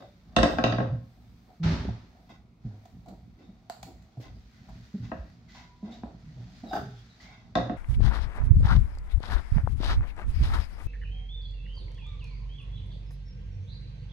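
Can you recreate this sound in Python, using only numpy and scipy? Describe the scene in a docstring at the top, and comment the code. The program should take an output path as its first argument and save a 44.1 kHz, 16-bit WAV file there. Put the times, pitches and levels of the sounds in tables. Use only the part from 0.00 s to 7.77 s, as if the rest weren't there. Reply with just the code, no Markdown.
"""A stand of steel plates rocks and knocks on a wooden table as a hand turns the heavy plastic disc on it.
Each knock rings the steel and rattles the loose plates; the base plate scrapes and groans on the wood.
Fingers click on the rim, skin hisses and squeaks on the plastic, and the palm swishes off once.
Underneath, the turning disc rumbles softly through the table in a small, quiet room."""
import sys
import numpy as np
from scipy import signal
from scipy.fft import rfft, irfft, next_fast_len
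from scipy.io import wavfile
from scipy.ndimage import uniform_filter1d

SR = 44100
rng = np.random.default_rng(int(sys.argv[2]) if len(sys.argv) > 2 else 0)


def log_audio(samples):
    """Write samples as a 16-bit WAV file to the path given in sys.argv[1]."""
    # one column per channel
    frames = np.atleast_2d(samples).T
    # limit to full scale, then quantise
    limited = np.clip(frames, -1, 1)
    pcm = np.round(limited * 32767).astype(np.int16)
    wavfile.write(sys.argv[1], SR, pcm)


N = 342636
TIME = np.arange(N) / SR

# Tone colours, or how strong a sound is from low to high: f/Hz, level/dB
ROOM_AIR = [(15, -20), (25, -0.5), (183, -8.5), (240, 2), (274, -13), (322, -7.5), (614, -19.5),
            (1340, -21), (1660, -37.5), (2230, -23.5), (2920, -35.5), (3720, -32.5), (15500, -59.5)]
DISC_RUMBLE = [(20, -31.5), (35, -13.5), (52, 9.5), (85, 1.5), (120, -6.5), (200, -61.5), (2000, -130)]  # the deepest part of the turning
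DISC_DRONE = [(70, -26.5), (120, 9), (145, -5.5), (170, 5), (205, -0.5), (245, -0.5), (320, -19.5),
              (480, -30), (900, -65), (4000, -120)]  # the hum just above it
SKIN_HISS = [(400, -14), (1000, -4), (1800, 3), (2700, -1.5), (4300, 1), (6000, -4.5), (7200, -11.5),
             (8500, -27.5), (10500, -33), (15000, -23)]  # skin sliding on plastic
HIGH_HISS = [(5000, -43), (8000, -5.5), (10000, -13.5), (13000, -4), (15500, -5.5)]  # a faint, very high hiss
HOLLOW_BODY = [(150, -29.5), (280, 7), (400, -4), (520, -6), (800, -16), (1500, -55), (5000, -100)]  # the body's answer to a scuff
PALM_FLUTTER = [(15, -51.5), (30, -4), (50, 4.5), (124, 2), (156, -6), (271, -3), (320, -18.5), (383, -7),
                (445, -20), (609, -16.5), (900, -36), (1170, -65), (1980, -120)]  # low part of the palm's sweep
PALM_SWISH = [(290, -37), (500, -15), (611, -11), (758, -8), (888, 1.5), (1060, -7.5), (1170, -4.5),
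              (1930, -7.5), (2690, -12), (4380, -12), (5920, -19), (8360, -39), (13400, -56), (15500, -43)]  # high part of it
BASE_GRIT = [(1500, -19), (3000, -3), (3700, 2.5), (4300, -9), (5000, -2), (6500, -6), (9500, -23.5),
             (14500, -10)]  # grit under the base plate
BASE_RASP = [(100, -11.5), (300, 5), (750, 7), (1100, -5), (1500, 1), (2300, -17), (3700, -6), (4400, -18),
             (5000, -4), (5600, -15), (6300, -10), (9000, -26), (15000, -21)]  # the base plate catching on wood
RIM_TICK = [(100, -23), (480, -9), (800, 15.5), (1450, 2.5), (2000, -5.5), (3100, -10), (4050, -4),
            (5700, -9.5), (7500, -6), (8600, -19), (15000, -13)]  # the noise of a tap
TAP_TREBLE = [(4000, 2), (7000, -1), (15000, -1.5)]  # top end of taps and catches
KNOCK_CRACK = [(60, -28), (250, -10), (900, 3.5), (1600, 1), (2250, -8.5), (2700, -2.5), (3200, -8),
               (3800, -2), (4400, -12.5), (5000, -12.5), (6500, -20), (7400, -26), (9500, -30.5),
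               (15000, -32)]  # the noise of a knock
KNOCK_TREBLE = [(8400, -5), (9500, -15.5), (15000, -16.5)]  # top end of a knock
PLATE_RATTLE = [(90, -11.5), (200, 5), (300, 7), (430, -2.5), (620, 6), (760, 0.5), (900, -7), (1100, -6),
                (1900, -21), (2300, -31), (3800, -33.5), (10000, -68.5)]  # loose plates chattering together
STEREO_WIDTH = [(60, -15.5), (150, -19), (380, -7.5), (750, -7), (1300, 0), (2400, -1), (4400, -1.5),
                (15000, 1.5)]  # the sides against the middle
LEFT_BALANCE = [(60, -1.1), (250, -0.99), (700, 0.28), (2400, -0.77), (4400, 0.44), (15000, -0.34)]  # left against right

# Modes, the tones a thing rings with (t60 is the time to fade by 60 dB): f/Hz, energy/dB, t60/s
STROKE_MODES = [(804, 7.5, 0.013), (1030, 2, 0.049), (1447, -1.5, 0.1), (1598, -3, 0.061),
                (2020, 2.5, 0.04), (2676, -1.5, 0.056), (3310, -2.5, 0.018), (3710, -2, 0.036),
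                (4840, -8, 0.016), (5150, -8, 0.027), (6520, -11, 0.024)]  # the stand when stroked
BASE_MODES = [(640, 0.5, 0.08), (710, 3, 0.1), (833, -2, 0.1), (1060, -3.5, 0.017), (1326, -4, 0.04),
              (1526, -7.5, 0.055), (1760, -7.5, 0.014), (2800, -16, .02), (3626, -13.5, .05),
              (4770, -15.5, 0.044)]  # the dragged base plate
DISC_MODES = [(223, -0.5, 0.042), (661, 1, 0.18), (729.5, 7.5, 0.036), (825, -11.5, 0.2),
              (980, -8.5, 0.081), (1430, -13, 0.011), (2400, -30, 0.0022), (3760, -19.5, .008),
              (4220, -17.5, .008), (4650, -28, 0.004), (7650, -30, .008)]  # the plastic disc
STAND_MODES = [(56.4, -11.5, 0.35), (122, -9.5, 0.14), (180.5, -5, 0.26), (235, 0, 0.19), (290.3, -3, 0.18),
               (411, -13.5, 0.13), (477.7, -12.5, 0.15), (532, -3.5, 0.35), (600, -14, 0.3),
               (653, 2.5, 0.07), (715, 2, 0.18), (816, -11.5, 0.17), (1080.6, -5.5, 0.14),
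               (1296, -7.5, 0.13), (1480, -11.5, 0.012), (1600, -5.5, 0.03), (1843, -14.5, 0.054),
               (1960, -12, 0.045), (2540, -14, 0.017), (2713, -12.5, 0.01), (3560, -13.5, 0.0035),
               (3620, -17.5, 0.05), (3920, -17, 0.012), (4750, -17.5, 0.013), (5150, -20, 0.0088),
               (6330, -23.5, 0.0095), (7700, -31, 0.01), (8230, -32, 0.014)]  # the whole stand on the table
# Rim tones that shift under sliding skin: f/Hz, width/Hz, level/dB
GRIP_TONES = [(1520, 160, -0.5), (1980, 220, 0.5), (2400, 200, -5), (3600, 300, -3.5), (4400, 390, -3.5),
              (4770, 190, -8), (6160, 140, -8.5)]

# Low swells as the table booms after knocks or the disc is pushed: t/s, length/s, rumble/dB, drone/dB
RUMBLE_SWELLS = [(0.355, 0.13, -25, -45), (0.53, 0.2, -39, -37.5), (0.86, 0.15, -44, -39.5),
                 (1.87, 0.055, -35.5, -32), (2.635, 0.066, -43.5, -48.5), (4.25, 0.19, -43, -50),
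                 (4.98, 0.27, -46.5, -43), (5.94, 0.58, -52.5, -50.5), (6.76, 0.106, -46.5, -39.5),
                 (7.58, 0.089, -47, -55)]
# How loudly the sliding skin hisses over time: t/s, level/dB
SKIN_LEVELS = [(0.0, -68), (0.3, -70), (1.1, -70.5), (1.55, -70.5), (2.3, -70), (2.43, -78), (2.6, -80.5),
               (2.66, -67.5), (2.92, -71), (3.25, -74), (4.1, -71.5), (4.75, -62.5), (5.08, -63.5),
               (5.45, -69.5), (6.1, -69), (6.6, -60), (7.15, -62.5), (7.5, -70.5)]
# How the faint, very high hiss swells and fades: t/s, level/dB
HIGH_HISS_LEVELS = [(0.0, -80.5), (0.9, -85), (1.1, -77), (1.5, -78), (1.95, -86), (2.3, -78),
                    (2.45, -90.5), (2.65, -88), (2.85, -78), (3.3, -85), (4.17, -87.5), (4.215, -67),
                    (4.3, -82), (4.75, -81.5), (5.25, -83), (5.5, -91), (6.6, -89), (6.77, -64),
                    (6.92, -89), (7.7, -95)]
# A finger scuffs the rim: t/s, length/s, plastic ring/dB, hollow body/dB
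RIM_SCUFFS = [(0.0, 0.064, -54, -52), (1.475, 0.048, -58.5, -65), (2.293, 0.034, -64, -57.5),
              (2.635, 0.13, -64.5, -58.5), (3.06, 0.086, -54.5, -53.5), (3.37, .11, -71, -57),
              (3.86, 0.062, -54.5, -53.5), (4.17, 0.12, -71, -52.5), (4.68, 0.035, -60, -86),
              (5.845, 0.12, -54, -53), (6.03, 0.077, -51.5, -53), (6.36, 0.054, -62.5, -61),
              (6.635, 0.089, -49.5, -50)]
# Skin or a plate corner strokes along the stand: t/s, length/s, singing/dB, hiss/dB
STAND_STROKES = [(0.0, 0.081, -60.5, -88), (2.288, 0.089, -55.5, -73), (3.38, 0.12, -66.5, -72),
                 (4.2, 0.045, -72, -58.5), (4.222, 0.094, -56, -63), (5.02, 0.1, -57, -61.5),
                 (5.477, 0.18, -76, -59), (5.539, .13, -55, -61), (5.836, 0.11, -59.5, -71),
                 (5.905, 0.12, -81, -59), (7.195, 0.12, -63.5, -56), (7.274, 0.18, -58.5, -83)]
# The base plate drags over the wood: fastest moment/s, slowing time/s, judder/dB, grit/dB
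BASE_DRAGS = [(0.005, .03, -52, -72.5), (0.51, 0.061, -40, -56.5), (0.8, 0.063, -47, -89.5),
              (6.765, 0.031, -38.5, -51)]
# The base plate catches and lets go: t/s, ring/dB, thud/dB, rasp/dB
BASE_CATCHES = [(6.7295, -34.5, -42, -55), (6.737, -39, -44, -60), (6.7525, -36.5, -41, -58),
                (6.7605, -36, -45, -57), (6.769, -39, -44, -65), (6.779, -42.5, -44, -69),
                (6.789, -46, -42.5, -72), (6.812, -47.5, -51, -68)]
# Skin or base plate sticks and slips, in low groans or thin squeaks: t/s, length/s, f/Hz, level/dB
STICK_SLIPS = [(0.0, 0.048, 3710, -70), (0.0, 0.08, 572, -54), (0.655, 0.11, 118.4, -27.5),
               (0.775, 0.11, 119.2, -28), (0.789, 0.035, 246.5, -27.5), (0.904, 0.065, 122.4, -29.5),
               (1.523, 0.027, 718, -62), (1.598, 0.11, 159.8, -27.5), (1.636, 0.097, 167.5, -27.5),
               (1.883, 0.074, 116.5, -34.5), (2.645, 0.033, 122, -33), (2.648, 0.038, 214, -39.5),
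               (2.674, 0.1, 103.5, -43.5), (3.057, 0.05, 731, -53.5), (3.096, 0.046, 182.5, -44.5),
               (3.422, 0.064, 3680, -74), (3.488, 0.016, 206, -42), (4.171, 0.033, 123, -35),
               (4.94, 0.025, 205.6, -28.5), (4.973, 0.032, 199.3, -37), (4.995, 0.041, 118, -33.5),
               (5.189, 0.037, 63, -35.5), (5.48, 0.045, 2060, -65), (5.546, 0.096, 2090, -65.5),
               (5.828, 0.033, 213, -33), (5.859, 0.1, 225.2, -43.5), (5.917, 0.022, 3820, -55.5),
               (6.258, 0.066, 164.7, -43), (6.349, 0.11, 120, -41.5), (6.63, 0.046, 224.6, -40),
               (6.661, 0.028, 3780, -60), (6.695, 0.014, 3770, -53), (6.683, 0.028, 4900, -60),
               (6.71, 0.024, 737, -34.5), (6.749, 0.015, 779, -30.5), (6.752, 0.014, 4950, -58),
               (6.801, 0.087, 413, -51), (6.81, 0.14, 121.5, -42), (7.09, 0.039, 3960, -65),
               (7.2, 0.018, 1920, -56.5), (7.236, 0.1, 2160, -59.5), (7.563, 0.16, 118, -36)]
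# Fingers tap the rim: t/s, ring/dB, thud/dB, crack/dB, contact time/s
RIM_TAPS = [(1.887, -47.5, -37.5, -80.5, 0.0021), (2.295, -59, -61, -77.5, .008),
            (2.853, -56, -67, -70, 0.0048), (3.059, -60.5, -69, -76, .004), (3.081, -63, -51, -67, 0.0086),
            (3.698, -39.5, -56, -51.5, 0.001), (3.828, -48, -66, -53, .0035),
            (4.022, -80, -71, -73.5, 0.0032), (4.170, -67, -52, -87, 0.0034),
            (4.685, -55.5, -73, -73, 0.011), (5.117, -43, -45, -82, 0.0035), (5.826, -66, -53.5, -89, .003),
            (5.848, -64, -52, -84, 0.0033), (6.033, -44.5, -46, -85, 0.0026),
            (6.634, -52.5, -43, -78, 0.0066)]
# The stand knocks: t/s, ring/dB, thud/dB, crack/dB, top treble/dB, middle/dB (low = a flat clunk),
# damping by the hand/factor (1 = free), rattle/dB
STAND_KNOCKS = [(0.3636, -21, -22, -28.5, 3, 0, 1.1, -39), (0.384, -29.5, -24, -56, 1, 6.5, 1.4, -30),
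                (0.4298, -21.5, -21, -31, 5, -0.5, 1, -34),
                (0.584, -27, -27.5, -47.5, -4, -1.5, 0.97, -39.5),
                (0.6388, -24, -25.5, -33, -3.5, 0.5, 1.15, -37),
                (0.663, -31.5, -31, -55, -11, -9, 1.25, -50), (0.722, -32.5, -30.5, -44, -28, 0, 0.77, -55),
                (0.782, -31.5, -29, -59, -12, -3, 1.1, -44),
                (0.802, -32.5, -26.5, -67, -1, -7.5, 0.92, -49.5),
                (5.1155, -37.5, -39.5, -67, -12, 2.5, 1.2, -50.5),
                (6.033, -55.5, -39, -78, -8, 5, 1.24, -61), (7.553, -26.5, -28.5, -39, -3, -3, 1.17, -44),
                (7.571, -26.5, -30.5, -52, -19.5, -16, 1.07, -44.5),
                (7.584, -32.5, -34, -60, -11, -3.5, 1, -51), (7.695, -35, -30.5, -65, -31, -4, 1.45, -53),
                (7.716, -43, -33, -76, -26, -14, 1.6, -64.5)]


def undb(db):
    """Turn decibels into a number to multiply by."""
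    return 10 ** (np.asarray(db) / 20)


def unit(x):
    """Scale to an average strength (rms) of 1."""
    return x / np.sqrt(np.mean(x ** 2) + 1e-20)


def colour(x, points):
    """Give a sound a tone colour, using a filter that never rings ahead of it (minimum phase)."""
    size = 2 * next_fast_len(x.shape[-1] // 2 + 4096)
    hz, db = np.transpose(points)
    log_hz = np.log(np.fft.rfftfreq(size, 1 / SR) + 1)
    log_gain = np.log(undb(np.interp(log_hz, np.log(hz), db)))
    cepstrum = irfft(log_gain)
    cepstrum[1:size // 2] *= 2
    cepstrum[size // 2 + 1:] = 0
    return irfft(rfft(x, size) * np.exp(rfft(cepstrum, size)))[..., :x.shape[-1]]


def stereo(pair):
    """Turn a middle and a side signal into left and right: the bass is central, the treble wide."""
    return pair[0] + colour(pair[1], STEREO_WIDTH) * np.array([[1], [-1]])


def add(out, s, x):
    """Mix x in at s seconds."""
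    start = max(int(s * SR), 0)
    out[:, start:start + x.shape[-1]] += x[..., :N - start]


def fade(t, t60):
    """Die away by 60 dB every t60 seconds."""
    return np.exp(-np.log(1000) * t / t60)


def swell(progress, rise):
    """Grow to 1 when progress reaches rise, then die away."""
    return progress / rise * np.exp(1 - progress / rise)


def swells(table, rise):
    """One loudness curve for each level column in rows of t/s, length/s, level/dB, ..."""
    out = np.zeros((len(table[0]) - 2, N))
    for s, length, *levels in table:
        progress = np.arange(int(3 * length * SR)) / (length * SR)
        add(out, s, undb(levels)[:, None] * swell(progress, rise))
    return out


def held(s, length, attack_s, release_t60):
    """Fade in at s seconds, hold until length has passed, then die away."""
    return np.clip((TIME - s) / attack_s, 0, 1) * fade(np.maximum(TIME - s - length, 0), release_t60)


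def wander(per_s):
    """A smooth random drift, about 1 in size."""
    points = rng.standard_normal(1024)
    return unit(np.interp(TIME * per_s, np.arange(len(points)), points))


def ring(modes, scatter_db, detune=0.013):
    """A body rings (middle and side); each new touch changes its tones' strength and pitch a little."""
    t = np.arange(SR // 2) / SR
    out = np.zeros((2, len(t)))
    for hz, db, t60 in modes:
        size = undb(db + scatter_db * rng.standard_normal((2, 1))) * rng.choice([-1, 1], (2, 1))
        pitch = hz * (1 + detune * rng.standard_normal())
        out += size / np.sqrt(t60) * np.sin(2 * np.pi * pitch * t) * fade(t, t60)
    return out / np.sqrt(np.sum(out ** 2) / 2)


def grains(per_s, spread_db):
    """Rough surfaces slide in tiny, uneven jerks: two random streams of these grains."""
    hit = rng.random((2, N)) < per_s / SR
    return hit * rng.standard_normal((2, N)) * undb(spread_db * rng.standard_normal((2, N)))


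def rubbed(tone_colour, per_s, spread_db):
    """Rubbing noise: grains with a tone colour."""
    return unit(stereo(colour(grains(per_s, spread_db), tone_colour)))


def bowed(modes, per_s, spread_db, low_hz):
    """Grains ring a body's tones above low_hz, as a bow does on a string."""
    sound = signal.fftconvolve(grains(per_s, spread_db), ring(modes, scatter_db=0.9), axes=1)[:, :N]
    bass_cut = signal.butter(4, low_hz, "high", fs=SR, output="sos")
    return unit(stereo(signal.sosfilt(bass_cut, sound)))


def blow(modes, crack, contact, levels, space, crack_db, crack_t60, settle_s):
    """One hit rings a body with a burst of noise; levels sets how loud its ring, thud and crack start."""
    body = ring(modes, scatter_db=2.5, detune=0.0092)
    t = np.arange(body.shape[1]) / SR
    burst = rng.standard_normal(body.shape) * fade(t, crack_t60)
    chatter = unit(colour(burst, crack)) / np.sqrt(len(t))
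    settling = np.minimum(t / settle_s, 1)  # the edge takes a moment to sit down
    hit = stereo(colour((body + undb(crack_db) * chatter) * settling, contact))
    hit = signal.fftconvolve(hit, space, axes=1)
    bands_hz = (400, 2200), (42, 400), (2200, 18000)  # ring, thud, crack
    out = 0
    for band, db in zip(bands_hz, levels):
        part = signal.sosfilt(signal.butter(3, band, "band", fs=SR, output="sos"), hit)
        start_strength = part.mean(0)[:SR // 30].std()
        out = out + part * undb(db) / start_strength
    return out


def room(t60, wet_db, wall_s, wall_db):
    """The room answers a sound with a blurred echo from the near wall and a bright, fading tail."""
    t = np.arange(SR // 2) / SR
    tail = rng.standard_normal((2, len(t))) * fade(t, t60) * np.minimum(t / 0.0027, 1)
    wall = rng.standard_normal((2, len(t))) * fade(abs(t - wall_s), 0.0029)
    response = stereo((undb(wet_db) * unit(tail) + undb(wall_db) * unit(wall)) / np.sqrt(len(t)))
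    response = colour(response, [(100, -14), (700, -8), (1500, -3), (2500, 0), (6000, 0), (12000, -3)])
    response[:, 0] += 1  # the direct sound
    return response


def still_air():
    """The faint, steady noise of the room."""
    return undb(-64.5) * unit(stereo(colour(rng.standard_normal((2, N)), ROOM_AIR)))


def high_hiss():
    """A faint, very high hiss swells and fades."""
    loudness = undb(np.interp(TIME, *np.transpose(HIGH_HISS_LEVELS)))
    return loudness * rubbed(HIGH_HISS, per_s=16000, spread_db=1.2)


def low_rumble(free_db=-57, uneven_db=3.5):
    """The turning disc rumbles unevenly; this swells as the table booms after knocks or it is pushed."""
    running = undb(free_db + uneven_db * wander(per_s=9.1))
    rumble, drone = swells(RUMBLE_SWELLS, rise=0.34)
    return (np.hypot(rumble, running) * rubbed(DISC_RUMBLE, per_s=900, spread_db=2.5)
            + np.hypot(drone, running) * rubbed(DISC_DRONE, per_s=500, spread_db=2.1))


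def shifting_grip(drift=0.02, flicker_db=4.5, per_s=14):
    """Sliding skin rings rim tones that drift, come and go as the grip changes."""
    jerks = grains(per_s=2500, spread_db=2.6) * undb(2 * wander(per_s=45))
    out = 0
    for hz, width, db in GRIP_TONES:
        pitch = hz * (1 + drift * wander(per_s))
        spin = np.exp(2j * np.pi * np.cumsum(pitch) / SR)
        # shift down by the pitch, smooth, shift back: a ring whose pitch can move
        smoothed = signal.lfilter([1], [1, -np.exp(-np.pi * width / SR)], jerks * spin.conj())
        tone = unit((spin * smoothed).imag)
        out = out + tone * undb(db + flicker_db * wander(per_s))
    return unit(stereo(out))


def skin_rubbing(friction_db=-73.5, uneven_db=5):
    """Skin hisses along the rim; where it catches, the plastic rings and the hollow body answers."""
    hiss = undb(np.interp(TIME, *np.transpose(SKIN_LEVELS)))
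    scuff, body = swells(RIM_SCUFFS, rise=0.42)
    friction = np.hypot(scuff, undb(friction_db + uneven_db * wander(per_s=9.1)))
    skin = undb(-2) * rubbed(SKIN_HISS, per_s=9000, spread_db=0.8) + undb(-6) * shifting_grip()
    return (friction * bowed(DISC_MODES, per_s=2000, spread_db=1.2, low_hz=230)
            + body * rubbed(HOLLOW_BODY, per_s=900, spread_db=1.4)
            + hiss * skin)


def stand_strokes():
    """Each stroke swells and lifts off; it hisses and makes the stand's higher tones sing."""
    singing, hiss = swells(STAND_STROKES, rise=0.3)
    return (singing * bowed(STROKE_MODES, per_s=1800, spread_db=0.78, low_hz=600)
            + hiss * rubbed(SKIN_HISS, per_s=12000, spread_db=1.9))


def steel_afterring(start_s=5.545, hz=982, db=-60):
    """A brush of the hand leaves one thin tone of the steel ringing unsteadily."""
    phase = 2 * np.pi * hz * TIME + 0.56 * wander(per_s=70)
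    tone = np.sin(phase) * undb(3.5 * wander(per_s=40))
    return undb(db) * unit(tone) * held(start_s, 0.064, attack_s=0.02, release_t60=1.4)


def palm_sweep(start_s=1.628):
    """The palm leaves the rim with a sudden swish and a low flutter that builds more slowly."""
    flutter = undb(-27.5) * held(start_s, 0.12, attack_s=0.03, release_t60=0.67)
    swish = undb(-37.5) * held(start_s, 0.094, attack_s=0.01, release_t60=0.74)
    return (flutter * rubbed(PALM_FLUTTER, per_s=790, spread_db=3.5)
            + swish * rubbed(PALM_SWISH, per_s=20000, spread_db=1.3))


def rim_clicks(space):
    """Fingers tap the rim and ring the disc: short contacts snap, long ones are soft."""
    out = np.zeros((2, N))
    for s, *levels, contact_s in RIM_TAPS:
        add(out, s, blow(DISC_MODES, RIM_TICK, TAP_TREBLE, levels, space,
                         crack_db=-9, crack_t60=5.1 * contact_s, settle_s=contact_s))
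    return out


def base_drag():
    """The steel base speeds up and stops again, juddering over the wood with fine grit under it."""
    judder = grit = 0
    for s, slowing_s, judder_db, grit_db in BASE_DRAGS:
        speed = np.exp(-abs(TIME - s) / slowing_s)
        judder = judder + undb(judder_db) * speed
        grit = grit + undb(grit_db) * speed ** 0.98
    return (judder * bowed(BASE_MODES, per_s=290, spread_db=2.6, low_hz=530)
            + grit * rubbed(BASE_GRIT, per_s=6600, spread_db=3))


def base_catches(space):
    """The dragged base catches with rasping ticks; pressing on the wood shortens its ring."""
    out = np.zeros((2, N))
    modes = [(hz, db, t60 * 0.62) for hz, db, t60 in BASE_MODES]
    for s, *levels in BASE_CATCHES:
        add(out, s, blow(modes, BASE_RASP, TAP_TREBLE, levels, space,
                         crack_db=-3.5, crack_t60=0.019, settle_s=0.0054))
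    return out


def groans_and_squeaks(space, overtone_db=-25):
    """Skin or the base plate sticks and slips so fast that it makes a wavering, falling tone."""
    out = np.zeros((2, N))
    for s, length, hz, db in STICK_SLIPS:
        progress = np.arange(int(3 * length * SR)) / (length * SR)
        wobble = unit(uniform_filter1d(rng.standard_normal(len(progress)), size=300))
        waver_hz = 7.8 * (hz / 100) ** 0.8  # higher tones waver more
        fall_hz = 38.8 * np.exp(-length / 0.052)  # shorter slips fall further
        pitch = hz + fall_hz * (0.5 - np.minimum(progress, 1)) + waver_hz * wobble
        phase = 2 * np.pi * np.cumsum(pitch) / SR
        tone = sum(undb(overtone_db * np.sqrt(k)) * np.sin((k + 1) * phase) for k in range(4))
        add(out, s, unit(tone) * undb(db) * swell(progress, rise=0.39))
    return signal.fftconvolve(out, space, axes=1)[:, :N]


def stand_knocks(space, rattle_s=0.12):
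    """The stand drops on the table with a snap or a flat clunk, and its loose plates rattle on."""
    rattle, = swells([(s, rattle_s, db) for s, *_, db in STAND_KNOCKS], rise=0.34)
    out = rattle * rubbed(PLATE_RATTLE, per_s=1500, spread_db=0.84)
    for s, *levels, top_db, middle_db, damping, _ in STAND_KNOCKS:
        modes = [(hz, db, t60 / damping) for hz, db, t60 in STAND_MODES]
        contact = [(800, 0), (1300, middle_db), (2600, middle_db), (3600, 0.0044), (6000, 0)]
        contact += [(hz, db + top_db) for hz, db in KNOCK_TREBLE]
        add(out, s, blow(modes, KNOCK_CRACK, contact, levels, space,
                         crack_db=-6, crack_t60=0.013, settle_s=0.0029))
    return out


def scene():
    """Knocks, clicks and slips echo in the room, over rumbling, rubbing and still air."""
    space = room(t60=0.44, wet_db=-2.5, wall_s=0.025, wall_db=-17)
    slips = groans_and_squeaks(space)
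    air = still_air()
    hits = stand_knocks(space) + rim_clicks(space) + base_catches(space)
    underneath = low_rumble() + skin_rubbing() + high_hiss() + stand_strokes() + steel_afterring()
    return air + underneath + palm_sweep() + base_drag() + slips + hits


def record(dry, low_hz=35, top_hz=15750):
    """The microphones drop the deepest bass, colour the left side slightly and cut the highest treble."""
    bass_cut = signal.butter(2, low_hz, "high", fs=SR, output="sos")
    treble_cut = signal.ellip(10, 0.2, 70, top_hz, fs=SR, output="sos")
    left, right = signal.sosfilt(bass_cut, dry)
    return signal.sosfilt(treble_cut, np.array([colour(left, LEFT_BALANCE), right]))


dry = scene()
out = record(dry)
log_audio(out)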